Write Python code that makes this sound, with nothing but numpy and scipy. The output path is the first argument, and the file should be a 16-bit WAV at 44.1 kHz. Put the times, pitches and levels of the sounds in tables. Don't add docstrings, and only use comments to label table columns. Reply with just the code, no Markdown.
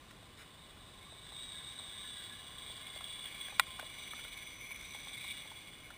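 import sys
import numpy as np
from scipy import signal
from scipy.fft import rfft, irfft
from scipy.io import wavfile
from scipy.ndimage import uniform_filter1d

SR = 44100
rng = np.random.default_rng(int(sys.argv[2]) if len(sys.argv) > 2 else 0)


def makeup_ratio(level_db):
    decades = np.asarray(level_db, float) / 20
    return 10 ** decades


def int16_out(signal):
    q = np.round(np.clip(np.atleast_2d(signal).T, -1, 1) * 32767)
    wavfile.write(sys.argv[1], SR, q.astype(np.int16))


N = 263277
TIME = np.arange(N) / SR


def level(x, db=0):
    return x * makeup_ratio(db) / np.sqrt(np.mean(x ** 2))


def curves(table):
    s, *columns = np.transpose(table)
    return [np.interp(TIME, s, c) for c in columns]


def walk(rate_hz):
    hold = int(SR / rate_hz)
    steps = np.repeat(rng.standard_normal(N // hold + 1), hold)
    return level(uniform_filter1d(steps, hold)[:N])


def swells(table, floor_db):
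    bumps = sum(makeup_ratio(db) * np.exp(-((TIME - s) / half_s) ** 2) for s, half_s, db in table)
    return 20 * np.log10(makeup_ratio(floor_db) + bumps)


def nearness(overhead_s, reach_s):
    return -10 * np.log10(1 + ((TIME - overhead_s) / reach_s) ** 2)


def colour(x, table):
    hz, db = np.transpose(table)
    bins_hz = np.fft.rfftfreq(N, 1 / SR)
    gain_db = np.interp(np.log(bins_hz + 1), np.log(hz), db)
    return irfft(rfft(x) * makeup_ratio(gain_db), N)


def body(x, modes):
    out = 0
    for hz, width_hz, db in modes:
        b, a = signal.iirpeak(hz, hz / (1.59 * width_hz), SR)
        once = signal.lfilter(b, a, x)
        out = out + level(signal.lfilter(b, a, once), db)
    return level(out)


def clicks(rate_hz, scatter_db):
    hit = rng.random(N) < rate_hz / SR
    return hit * rng.choice([-1., 1.], N) * makeup_ratio(scatter_db * rng.exponential(size=N))


def ring(hz, t60_s, length_s=.06):
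    t = np.arange(int(length_s * SR)) / SR
    return np.sin(2 * np.pi * hz * t) * np.exp(-np.log(1000) * t / t60_s)


def add(out, s, x):
    i = int(s * SR)
    out[i:i + len(x)] += x[:N - i]


# (frequency [Hz], density [dB per Hz])
AIR = [(15, -24), (30, -1), (50, 0.5), (110, -0.5), (500, -10.5), (1060, -14.5), (2700, -14), (4200, -18),
       (5500, -23.5), (6200, -40), (7000, -90)]


def air():
    return level(colour(rng.standard_normal(N), AIR), -58)


# (time [s], shaft turns [Hz], level [dB])
DRIVE = [(0.0, 72.7, -65), (0.9, 75.2, -59.5), (1.12, 72.3, -57.5), (1.36, 91.5, -51.5),
         (1.7, 106.9, -50.5), (2.1, 98.6, -50), (2.24, 90.4, -49), (2.36, 85, -52), (2.7, 68.3, -50),
         (3.1, 79.3, -49.5), (3.42, 79.8, -48), (3.75, 64.1, -50.5), (4.15, 72.1, -48.5), (4.6, 61, -51.5),
         (5.05, 64.1, -49), (5.3, 94, -45.5), (5.5, 57.2, -51.5), (5.97, 42.45, -58.5)]
# (overhead time [s], reach [s], level [dB])
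PASSING = [
    (2.17, 1.06, -7),
    (4.39, 1.02, -1.5),
    (2.86, 1.2, 2),
    (1.6, 0.75, 3),
]
# (time [s], half length [s], level [dB])
AXLES_STRAIN = [(3.3, .12, -10), (4.76, 0.15, -2), (5.23, 0.07, -11)]
# (time [s], half length [s], level [dB])
PLATE_AGAIN = [(1.16, .08, -5), (4.15, 0.34, -11.5), (4.85, 0.097, -9), (5.2, 0.17, -9.5)]


def parts_db():
    near_db = np.array([db + nearness(s, reach_s) for s, reach_s, db in PASSING])
    near_db[1] = swells(AXLES_STRAIN, near_db[1])
    near_db[-1] = swells(PLATE_AGAIN, near_db[-1])
    drive_db = curves(DRIVE)[1]
    return drive_db + near_db - 10 * np.log10(np.sum(makeup_ratio(2 * near_db), axis=0))


# (frequency [Hz], width [Hz], level [dB])
LINKS = [(1535, 140, -0.5), (1675, 120, 1.5), (1960, 71, 1)]
AXLES = [(2183, 33, -0.5), (2269, 130, 8.5), (2416, 89, -5.5), (4180, 180, -9.5), (5250, 680, -12)]
GEARBOX = [(3300, 97, -11.5), (3376, 70, -3.5), (3444, 51, -6.5), (2886, 150, -13), (4600, 440, -14.5),
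           (5380, 670, -26)]
PLATE = [(3660, 130, 4.5), (3790, 57, 1), (3898, 28, -1), (3580, 190, -6), (4650, 390, -14.5),
         (5250, 120, -15)]


def gears(turns):
    spur_db = 1.47 * np.sin(2 * np.pi * turns / 3)
    shaft_db = 0.38 * np.sin(2 * np.pi * turns)
    out = 0
    for modes, part_db in zip((LINKS, AXLES, GEARBOX, PLATE), parts_db()):
        teeth = level(clicks(rate_hz=4000, scatter_db=2.07))
        teeth = teeth * makeup_ratio(spur_db + shaft_db + 1.34 * walk(60))
        out = out + makeup_ratio(part_db) * body(teeth, modes)
    return out


# (time [s], tone level [dB], octave level [dB])
WHISTLE = [(0.0, -80, -83), (0.4, -71, -90), (1.1, -70.5, -83), (1.5, -73, -77), (2.1, -63, -74),
           (2.3, -65.5, -79), (2.5, -64.5, -73), (2.8, -64.5, -82), (3.25, -71, -72.5), (3.55, -69, -69),
           (3.75, -61, -79), (3.95, -76, -64.5), (4.2, -58.5, -64.5), (4.5, -68, -63), (5.1, -75, -66),
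           (5.3, -80, -83), (5.5, -73, -78), (5.97, -70, -74)]
# (time [s], half length [s], level [dB])
TONE_SIDES = [(.8, 0.55, -83), (2.45, .15, -69), (3.2, 0.28, -59.5), (3.9, 0.28, -62.5), (5.33, .1, -60),
              (5.75, 0.31, -69)]
OCTAVE_SIDES = [(.0, .2, -83), (2.75, .35, -82), (4.0, .3, -83), (4.9, 0.35, -68), (5.5, 0.25, -76)]


def whistle(turns):
    chop_hz = 2966
    tone_db, octave_db = curves(WHISTLE)
    low_db, side_db = swells(TONE_SIDES, -88.5), swells(OCTAVE_SIDES, -94)
    chop, shaft = 2 * np.pi * chop_hz * TIME, 2 * np.pi * turns
    lines = [(tone_db, chop), (low_db, chop - shaft), (low_db - 9, chop + shaft),
             (octave_db + 1, 2 * chop), (side_db, 2 * chop - shaft), (side_db, 2 * chop + shaft)]
    return sum(np.sqrt(2) * makeup_ratio(db + 1.66 * walk(14)) * np.sin(phase) for db, phase in lines)


# (frequency [Hz], width [Hz], level [dB])
GROUND = [(638.6, 29, -8), (785, 77, -6), (1060, 68, 1.5), (1152, 33, -4)]
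# (time [s], half length [s], level [dB])
SCUFF = [
    (0.409, 0.032, -53.5),
    (0.112, 0.0065, -54),
    (4.8, 0.075, -62),
]


def tyres():
    rolling = body(clicks(rate_hz=2500, scatter_db=1.2), GROUND)
    out = rolling * makeup_ratio(-62.5 + nearness(overhead_s=2.93, reach_s=1.65))
    dense = clicks(rate_hz=2500, scatter_db=3.0)
    crumbs = body(dense, [(1520, 380, 4.0), (1960, 560, 7.5), (3660, 460, 3), (5100, 300, 0)])
    for s, half_s, db in SCUFF:
        out = out + makeup_ratio(db) * np.exp(-((TIME - s) / half_s) ** 2) * crumbs
    return out


# (time [s], peak level [dB], pitch [Hz])
GRIT = [(0.226, -50, 665), (0.771, -47, 1030), (1.123, -46.5, 658), (1.321, -48, 866), (1.609, -48, 1700),
        (1.795, -43.5, 1120), (2.698, -46.5, 647), (2.883, -51, 1070), (2.96, -40.5, 630),
        (3.008, -40.5, 1070), (3.256, -42.5, 1960), (3.483, -41, 1620), (3.523, -42, 830),
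        (3.669, -48, 1060), (3.7905, -35, 1118), (3.7958, -32.5, 1563), (3.827, -39, 625),
        (4.134, -37.5, 1270), (4.19, -45.5, 1416), (4.248, -41.5, 1420), (4.708, -45.5, 1024),
        (4.947, -40.5, 830), (5.071, -44.5, 1086), (5.244, -43.5, 1044), (5.454, -47.5, 853),
        (5.515, -42, 890), (5.904, -41, 1410)]
# (frequency [Hz], level [dB], t60 [s])
CASE = [(802, -16, 0.027), (1035, -7, 0.025), (1420, -1, 0.02), (1955, -5, 0.023), (2380, -6.5, 0.023),
        (2780, -9.5, 0.017), (3070, -17, 0.014), (3590, -5, 0.018), (3920, -7, 0.019), (4270, -12.5, 0.011),
        (4770, -11, 0.0079), (5300, -7.5, 0.0071)]


def grit():
    t, edge_t = np.arange(len(ring(1, 1))) / SR, np.arange(900) / SR
    out, edge = np.zeros((2, N))
    rise = 1 - np.exp(-t / 0.00056)
    for s, db, hz in GRIT:
        t60_s = 0.036 * (1000 / hz) ** .4
        above_hz = hz * (1.2 + 0.25 * rng.random())
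        below_hz = hz * (0.62 + 0.14 * rng.random())
        grain = 0.74 * ring(hz, t60_s) - 0.34 * ring(above_hz, t60_s) - 0.33 * ring(below_hz, t60_s)
        add(out, s, makeup_ratio(db) * rise * grain)
        add(edge, s, makeup_ratio(db - 10) * np.exp(-edge_t / 0.0059))

    stone_s, stone_db = 3.5961, -12
    stone = sum((-1) ** k * makeup_ratio(db) * ring(hz, t60_s) for k, (hz, db, t60_s) in enumerate(CASE))
    stone = stone * (1 - np.exp(-t / .0004))
    add(out, stone_s, makeup_ratio(stone_db) * stone)
    add(edge, stone_s, makeup_ratio(stone_db - 15) * np.exp(-edge_t / 0.0024))

    crumble = body(rng.standard_normal(N), [(709.7, 360, 1.5), (1520, 1160, 3.5), (2320, 780, -22)])
    no_bass = signal.butter(3, 480, "high", fs=SR, output="sos")
    return signal.sosfilt(no_bass, out + edge * crumble)


def strand(hz, db, wobble_hz, flicker_db):
    phase = 2 * np.pi * np.cumsum(hz + wobble_hz * walk(70)) / SR
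    return np.sqrt(2) * makeup_ratio(db + flicker_db * walk(35)) * np.sin(phase)


def sounding(start_s, end_s):
    return np.clip(np.minimum(TIME - start_s, end_s - TIME) / 0.031, 0, 1)


# (start [s], end [s], from [Hz], to [Hz], level [dB])
STRANDS = [(0.991, 1.12, 2190, 2270, -68), (1.527, 1.65, 1663, 1700, -63),
           (1.951, 2.302, 3627, 3300, -55.5), (2.022, 2.299, 3764, 3830, -59),
           (2.031, 2.261, 1730, 1577, -64.5), (2.277, 2.434, 1675, 1740, -61),
           (2.781, 3.051, 2135, 2130, -62.5), (3.662, 3.924, 1039, 1061, -63.5),
           (4.454, 4.904, 2155, 2130, -61.5), (4.6, 5.349, 2320, 2266, -60.5),
           (1.105, 1.322, 2250, 2280, -71), (2.602, 3.0, 3303, 3420, -62.5),
           (3.002, 3.304, 3390, 3460, -53), (3.302, 3.502, 3440, 3330, -59)]


def mesh():
    whine_db, sway_hz, sway_period_s, sway_top_s = -53, 85, .3, 1.46
    whine_hz = 3725 + sway_hz * np.cos(2 * np.pi * (TIME - sway_top_s) / sway_period_s)
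    pair = strand(whine_hz, whine_db, 8.72, 2.3)
    pair = pair + strand(.608 * whine_hz, whine_db - 12, 6, 1.9)
    out = sounding(1.33, 2.05) * pair
    for start_s, end_s, from_hz, to_hz, db in STRANDS:
        glide_hz = np.interp(TIME, [start_s, end_s], [from_hz, to_hz])
        out = out + sounding(start_s, end_s) * strand(glide_hz, db, 8.06, 3.0)
    return out


# (time [s], peak level [dB], share in the axles [0-1])
KNOCKS = [(1.029, -43, 1), (1.3834, -42, .02), (1.5224, -40, .02), (1.788, -32, 0.05), (2.0295, -35, 0.07),
          (2.0875, -33, 0.1), (2.158, -41, .02), (2.2398, -41, 0.1), (2.5823, -34, 0), (2.6194, -34, 0.05),
          (2.6626, -35, .02), (2.7024, -34, .02), (2.8664, -34, 0.4), (3.04, -31.5, .04), (3.101, -32.5, 0),
          (3.1881, -35.5, 0.03), (3.2549, -33, .02), (3.4092, -29, 0.12), (3.4481, -31.5, 0.24),
          (3.5056, -33, .9), (3.705, -33, 0.05), (4.1066, -37.5, 0.05), (4.2313, -38, .02),
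          (4.7134, -33, 0.9), (4.845, -32.5, 0.4), (5.0824, -36, 0.22), (5.131, -38, .2),
          (5.1975, -34, .85), (5.2841, -33, .2), (5.306, -29.5, .02)]


def knocks():
    upper, lower = np.zeros((2, N))
    t = np.arange(2000) / SR
    fade = (1 - np.exp(-t / 0.0016)) * np.exp(-t / 0.0077)
    for s, db, axle_share in KNOCKS:
        axle_share = np.clip(axle_share, 0, 1)
        add(upper, s, makeup_ratio(db - 5) * np.sqrt(1 - axle_share) * fade)
        add(lower, s, makeup_ratio(db - 7.5) * np.sqrt(axle_share) * fade)
    *_, gearbox_db, plate_db = parts_db()
    share = 1 / (1 + makeup_ratio(2.6 * (plate_db - gearbox_db)))
    gearbox, plate, axles = (body(rng.standard_normal(N), modes[:3]) for modes in (GEARBOX, PLATE, AXLES))
    return upper * (np.sqrt(share) * gearbox + np.sqrt(1 - share) * plate) + lower * axles


# (frequency [Hz], level [dB])
DIP = [(2440, 0), (2580, -1), (2740, -3), (2840, 0)]
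# (frequency [Hz], side minus mid [dB])
SIDE_SHAPE = [(60, -42), (110, -33), (200, -30.5), (380, -22), (700, -20.5), (1290, -23.5), (2380, -26.5),
              (4400, -19), (8120, -4), (15000, -35)]


def scene():
    turns = np.cumsum(curves(DRIVE)[0]) / SR
    echoed = colour(air() + gears(turns) + knocks(), DIP)
    mid = echoed + whistle(turns) + tyres() + grit() + mesh()
    side = colour(air(), SIDE_SHAPE)
    return mid + side * np.array([[1], [-1]])


def roll_off(x):
    return signal.sosfilt(signal.butter(12, 16490, fs=SR, output="sos"), x)


def record(dry):
    hold = 4
    fast = signal.resample_poly(dry, 160, 147, axis=1)
    held = np.repeat(fast[:, ::hold], hold, axis=1)
    out = signal.resample_poly(held, 147, 160, axis=1)[:, :N]
    out = np.pad(out, ((0, 0), (0, N - out.shape[1])))
    lowpass = signal.ellip(10, .1, 60, 15330, fs=SR, output="sos")
    out = signal.sosfiltfilt(lowpass, out)
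    return roll_off(out)


dry = scene()
out = record(dry)
int16_out(out)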